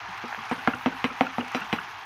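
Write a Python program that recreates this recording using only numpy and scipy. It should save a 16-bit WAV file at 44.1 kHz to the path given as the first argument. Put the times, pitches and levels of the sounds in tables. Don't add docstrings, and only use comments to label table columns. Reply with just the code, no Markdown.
import sys
import numpy as np
from scipy import signal
from scipy.fft import rfft, irfft, next_fast_len
from scipy.io import wavfile

SR = 44100
rng = np.random.default_rng(int(sys.argv[2]) if len(sys.argv) > 2 else 0)


def ratio_of_db(decibels):
    return 10 ** (np.asarray(decibels, float) / 20)


def transcribe(u):
    v = np.clip(np.atleast_2d(u).T, -1, 1)
    q = np.round(v * 32767).astype(np.int16)
    wavfile.write(sys.argv[1], SR, q)


N = 90404

# t/s, level/dB
SIMMER_VIGOUR = [
    (0.0, -36.5),
    (0.57, -36),
    (1.03, -37.5),
    (1.67, -35),
    (1.9, -37.5),
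    (2.05, -39),
]
# f/Hz, level/dB
SIMMER_COLOUR = [(620, -22.5), (800, 0.9), (1240, -2), (1800, -5), (2560, -8), (3600, -17.5), (4900, -22.5),
                 (6400, -24)]
BUBBLES_PER_S, BUBBLE_CYCLES, BUBBLE_SIZE_SPREAD = 2300, 17, 1
BUBBLE_DB, HISS_DB = -4, -4.5

# t/s, level/dB
STEAM_LEVEL = [
    (0.0, -69),
    (0.13, -66.5),
    (0.35, -61.5),
    (0.88, -62),
    (1.39, -65),
    (1.6, -62),
    (1.9, -65.5),
    (2.05, -67.5),
]
# f/Hz, level/dB
STEAM_COLOUR = [(6800, -11), (8200, -3.5), (10300, -4), (12000, -1.5), (14000, -9), (15900, 2)]
# f/Hz, level/dB
RUMBLE_COLOUR = [(45, 20.5), (70, -9.5), (110, 5), (170, -20.5), (300, -9), (450, -6.5), (600, -28)]
STEAM_DB, RUMBLE_DB = -2, -51.5

# t/s, then level/dB of drum, body, snap and crack
KNOCKS = [
    (0.5121, -22, -19.5, -41, -27),
    (0.6741, -19, -12, -6.5, -19),
    (0.8594, -18, -13.5, -16.5, -13.5),
    (1.0416, -19.5, -17, -17.5, -11.5),
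    (1.2082, -18.5, -10, -52, -10.5),
    (1.3821, -23.5, -19.5, -32, -28.5),
    (1.5469, -26, -17, -27, -16.5),
    (1.7274, -18, -23, -23.5, -12),
]
# board pitch factor, low pot level/dB, high pot level/dB, contact t/s, chatter level/dB
LANDINGS = [
    (1.02, -56, -60, 0.026, -35),
    (1.01, -64, -58, 0.022, -34),
    (1.02, -53, -74, 0.029, -33),
    (1.02, -50.5, -57, 0.026, -29.5),
    (1.068, -59, -58, 0.018, -33),
    (0.985, -58, -62, 0.041, -42),
    (1.024, -46, -58, 0.039, -33),
    (.97, -48, -52, 0.017, -29.5),
]
# lower middle tone level/dB, upper middle tone level/dB
LANDING_SPOTS = [
    (-16, -20),
    (-11.5, -22),
    (-13, -10),
    (-27, -24),
    (-10, -14),
    (-16.5, -13.5),
    (-20, -26),
    (-22.5, -16),
]
# t/s, drum level/dB, pitch factor
TOUCHES = [(0.083, -43, 0.75), (0.16, -56, 0.83), (0.237, -30.5, 0.97), (0.375, -40, 0.907),
           (0.384, -44, 0.563), (.575, -40, 1), (0.735, -32, 0.5), (0.743, -37, 1.0), (0.923, -40, 0.97),
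           (1.104, -36, 0.97), (1.241, -32.5, 0.98), (1.424, -34, 1), (1.61, -40.5, 0.85),
           (1.79, -43.5, 0.88)]
# f/Hz, level/dB, time to fall 60 dB t/s
DRUM = [(101, -25, 0.18), (163, -25.5, 0.081), (199, -13.5, 0.098), (248, 2.5, 0.18), (281, -16.5, 0.15),
        (326, -3, 0.066), (372, 1, 0.04), (409.4, -12, 0.18), (479.6, -6, 0.13), (509.6, -4, 0.058),
        (580, -12, 0.091)]
BODY = [(623, -14, 0.078), (720, -2, 0.01), (820, -8.5, 0.026), (1042, -5, 0.031), (1205, 8, 0.011)]
SNAP = [(1395, -2, .018), (1515, -5, .013), (1620, -4, .015), (1740, -8, .011), (1880, -9, .011),
        (2065, -6, .014)]
CRACK = [(2250, -8, .010), (2410, -4, .014), (2560, -5, .011), (2700, -6, .011), (2830, -5, .010),
         (2960, -6, .010), (3130, -6, .010), (3280, -8, .009), (3400, -12, .008), (4200, -26, .008),
         (6500, -46, .006)]
EDGE_LOW = [(787, 0, 0.034)]
EDGE_HIGH = [(974, 0, 0.024)]
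GRIP = [(112.4, -20.5, 0.12), (170.6, -22, 0.34), (237, -20, 0.22), (325.6, -24.5, 0.2)]
MODE_SCATTER_DB, MODE_DETUNE, PHASE_SCATTER_RAD = 1.5, .008, .3
TRAVEL_S, TRAVEL_POWER = 0.001204, .5
RISE_CYCLES = 0.34
TOUCH_CONTACT_S, TOUCH_BODY_DB = .024, -29
LIFT_S, AFTER_LIFT_DB = .002, -19

# t/s, peak level/dB
SPITS = [(0.1772, -37.5), (0.2805, -35), (0.4958, -32), (0.749, -32), (0.7874, -58), (0.847, -42),
         (1.4664, -47), (1.482, -33), (1.518, -33), (1.566, -29.5), (1.6054, -39), (1.7994, -35)]
SPIT_HZ, SPIT_T60_S = 5800, .008

# t/s, level/dB, length t/s, pitch f/Hz, upper tone level/dB
FLAPS = [(0.23, -36, 0.066, 1248, -10), (0.303, -35, 0.0089, 1170, -16), (0.3274, -20, 0.003, 1410, -31),
         (0.347, -19.5, 0.0023, 1600, -10), (0.38, -35, 0.023, 1110, -9), (0.492, -35.5, 0.015, 1304, 6),
         (0.524, -22, 0.0077, 1018, -4), (0.58, -31.5, 0.022, 1460, -13), (0.733, -22, 0.01, 1465, -7),
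         (0.915, -31, 0.018, 1494, -24), (1.094, -32.5, 0.02, 1298, -7), (1.1885, -31, 0.0017, 1510, -10),
         (1.2624, -23, 0.011, 1400, -8.5), (1.402, -36, 0.016, 1510, 5.5), (1.46, -46, 0.0038, 1530, -19),
         (1.564, -31, 0.016, 1290, -4), (1.614, -27, 0.012, 1457, -1.5), (1.784, -20.5, 0.0083, 1470, -9.5),
         (1.793, -33.5, 0.023, 930, -25)]
FLAP_RATIO = 1.87
FLAP_RING, FLAP_BAND_HZ = 1.4, (750, 3400)

# f/Hz, level/dB, time to fall 60 dB t/s
POT_LOW = [(4180, -1, .09), (4673, -9, .06), (5230, -8, .07), (6045, -7, .08)]
POT_HIGH = [(6790, -8, .04), (7900, -9, .04), (8629, -1, .08), (11650, -11, .035), (12620, -9, .04),
            (13500, -10, .035)]
BUZZ_T60_S, BUZZ_BAND_HZ, BUZZ_TOP_DB = 0.2, (870, 2915), 0

KITCHEN_T60_S, KITCHEN_DB, WALL_CUT_HZ, KITCHEN_LOW_HZ = 0.3, -22, 2700, 248
LOW_CUT_HZ, TOP_CUT_HZ, OVERLOAD = 85, 16150, .62


def rms_one(x):
    return x / np.sqrt(np.mean(x ** 2) + 1e-20)


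def at_hz(points, hz):
    table_hz, table_db = np.array(points).T
    return np.interp(np.log(hz), np.log(table_hz), table_db)


def over_time(points):
    return np.interp(np.arange(N) / SR, *np.transpose(points))


def drift(rate):
    r = np.exp(-80 * np.pi * rate / SR)
    noise = rng.standard_normal(N // 40 + 2002)
    slow = signal.lfilter([1], [1, -2 * r, r * r], noise)[2000:]
    return np.interp(np.arange(N) / 40, np.arange(len(slow)), rms_one(slow))


def ring(x, hz, t60):
    r = ratio_of_db(-60 / (t60 * SR))
    w = 2 * np.pi * hz / SR
    return signal.lfilter([0, np.sin(w)], [1, -2 * r * np.cos(w), r * r], x + 1e-18)


def add(out, s, sound):
    i = int(s * SR)
    out[i:i + len(sound)] += sound[:N - i]


def band_pass(order, band_hz):
    return signal.butter(order, band_hz, "band", fs=SR, output="sos")


def banded_noise(spectrum, patchy_db):
    out, together = 0, drift(19.0)
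    white = rng.standard_normal((2, N))
    edges = np.geomspace(spectrum[0][0], min(spectrum[-1][0], .45 * SR), 12)
    for k, (low, high) in enumerate(zip(edges, edges[1:])):
        band = signal.sosfilt(band_pass(2, [low, high]), white[k % 2])
        flicker_db = patchy_db * (0.56 * together + drift(7.3))
        out = out + band * ratio_of_db(at_hz(spectrum, np.sqrt(low * high)) + flicker_db)
    return rms_one(out)


def simmer():
    sizes = ratio_of_db(BUBBLE_SIZE_SPREAD * np.minimum(rng.exponential(1, N), 5)) * rng.choice([-1, 1], N)
    born = rng.random(N) < BUBBLES_PER_S * ratio_of_db(1.2 * drift(8)) / SR
    pitches = np.geomspace(700, 6600, 30)
    dealt = rng.integers(0, 30, N)
    bubbles = 0
    for k, hz in enumerate(pitches):
        clicks = sizes * born * (dealt == k)
        bubbles = bubbles + ratio_of_db(at_hz(SIMMER_COLOUR, hz)) * hz * ring(clicks, hz, BUBBLE_CYCLES / hz)
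    mix = ratio_of_db(BUBBLE_DB) * rms_one(bubbles) + ratio_of_db(HISS_DB) * banded_noise(SIMMER_COLOUR, patchy_db=2.0)
    return ratio_of_db(over_time(SIMMER_VIGOUR)) * signal.sosfilt(band_pass(8, [650, 7000]), mix)


def steam():
    return ratio_of_db(STEAM_DB + over_time(STEAM_LEVEL)) * banded_noise(STEAM_COLOUR, patchy_db=3.5)


def rumble():
    return ratio_of_db(RUMBLE_DB) * banded_noise(RUMBLE_COLOUR, patchy_db=1.0)


def lift(t, contact_s):
    left = 1 / (1 + np.exp(-np.clip((t - contact_s) / LIFT_S, -50, 50)))
    return ratio_of_db(AFTER_LIFT_DB * left)


def strike(modes, db, pitch, t, detune=MODE_DETUNE):
    hz, level_db, t60 = np.array(modes).T[:, :, None]
    luck = rng.standard_normal((len(modes), 3))
    hz = hz * pitch * (1 + detune * luck[:, :1])
    level_db = db + level_db + MODE_SCATTER_DB * luck[:, 1:2]
    delay = TRAVEL_S * (1000 / hz) ** TRAVEL_POWER
    since = np.maximum(t - delay, 0)
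    shape = (1 - np.exp(-since * hz / RISE_CYCLES)) ** 2 * ratio_of_db(-60 * since / t60)
    phase = 2 * np.pi * hz * (t - delay / (1 - TRAVEL_POWER)) + PHASE_SCATTER_RAD * luck[:, 2:]
    return np.sum(ratio_of_db(level_db) * shape * np.sin(phase), axis=0)


def board():
    out, t = np.zeros(N), np.arange(SR // 3) / SR
    for knock, landing, (low_db, high_db) in zip(KNOCKS, LANDINGS, LANDING_SPOTS):
        s, drum_db, body_db, snap_db, crack_db = knock
        pitch, _, _, contact_s, _ = landing
        damped = strike(EDGE_LOW, low_db, 0.99, t) + strike(EDGE_HIGH, high_db, 0.94, t)
        damped += strike(DRUM, drum_db, pitch, t) + strike(BODY, body_db - 1.5, pitch, t)
        damped += strike(SNAP, snap_db + 1.5, 1, t) + strike(CRACK, crack_db - 3.0, 0.88, t)
        add(out, s, lift(t, contact_s) * damped + strike(GRIP, drum_db, pitch, t))
    for s, db, pitch in TOUCHES:
        touch = strike(DRUM, db - 2.0, pitch, t) + strike(BODY, db + TOUCH_BODY_DB, 0.864, t)
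        soft_start = np.minimum(t / 0.002, 1)
        add(out, s, lift(t, TOUCH_CONTACT_S) ** 0.12 * soft_start * touch)
    return out


def spits():
    out, t = np.zeros(N), np.arange(SR // 50) / SR
    for s, db in SPITS:
        burst = np.diff(rng.standard_normal(len(t) + 1)) * ratio_of_db(-60 * t / SPIT_T60_S)
        tick = ring(burst, SPIT_HZ, .001)
        add(out, s, ratio_of_db(db - 7.0) * tick / abs(tick).max())
    return out


def flaps():
    out, t = np.zeros(N), np.arange(SR // 10) / SR
    band = band_pass(3, FLAP_BAND_HZ)
    for s, db, length, hz, upper_db in FLAPS:
        t60 = FLAP_RING * length
        swell = np.sin(np.pi * np.clip(t / length, 0, 1) ** 0.9) ** 2
        rattle = signal.sosfilt(band, rng.standard_normal((2, len(t))) * swell)
        low, high = [ring(ring(x, f, t60 / 2), f, t60) for x, f in zip(rattle, (hz, hz * FLAP_RATIO))]
        flap = low / abs(low).max() + ratio_of_db(upper_db) * high / abs(high).max()
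        add(out, s - .0015, ratio_of_db(db) * flap)
    return out


def pot():
    out, t = np.zeros(N), np.arange(SR // 4) / SR
    band = band_pass(4, BUZZ_BAND_HZ)
    for (s, *_), (_, low_db, high_db, contact_s, chatter_db) in zip(KNOCKS, LANDINGS):
        buzz = rng.standard_normal((2, len(t))) * ratio_of_db(-60 * t / BUZZ_T60_S) * np.minimum(t / 0.0035, 1)
        chatter = signal.sosfilt(band, buzz[0] * lift(t, contact_s) ** 0.2)
        bright = np.diff(buzz[1], prepend=0)
        add(out, s, ratio_of_db(chatter_db + 13) * chatter + ratio_of_db(high_db + BUZZ_TOP_DB) * bright)
        add(out, s, strike(POT_LOW, low_db + 11.5, 0.95, t, detune=0))
        add(out, s, strike(POT_HIGH, high_db + 3, 0.97, t, detune=0))
    return out


def kitchen(x):
    size = next_fast_len(N + SR)
    w = 2 * np.pi * np.arange(size // 2 + 1) / size
    dull = 1 / (1 + 1j * w * SR / (2 * np.pi * WALL_CUT_HZ))
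    echoes = 0
    for k, lag in enumerate(rng.uniform(.006, .03, 20)):
        once = ratio_of_db(-60 * lag / KITCHEN_T60_S) * dull * np.exp(-1j * w * lag * SR)
        echoes = echoes + (-1) ** k * once / (1 - once)
    less_bass = w / (w + 2 * np.pi * KITCHEN_LOW_HZ / SR)
    return irfft(rfft(x, size) * less_bass * echoes, size)[:N]


def scene():
    background = simmer() + steam() + rumble()
    knocks = board() + flaps() + pot()
    return (background + knocks + ratio_of_db(KITCHEN_DB) * kitchen(knocks) + spits())[None]


def band_limit(x):
    return signal.sosfilt(signal.butter(12, 16740, fs=SR, output="sos"), x)


def record(dry):
    x = signal.sosfilt(signal.butter(3, LOW_CUT_HZ, "high", fs=SR, output="sos"), dry)
    x = OVERLOAD * np.tanh(x / OVERLOAD)
    x = signal.sosfilt(signal.cheby2(14, 60, TOP_CUT_HZ, fs=SR, output="sos"), x)
    return band_limit(x)


dry = scene()
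out = record(dry)
transcribe(out)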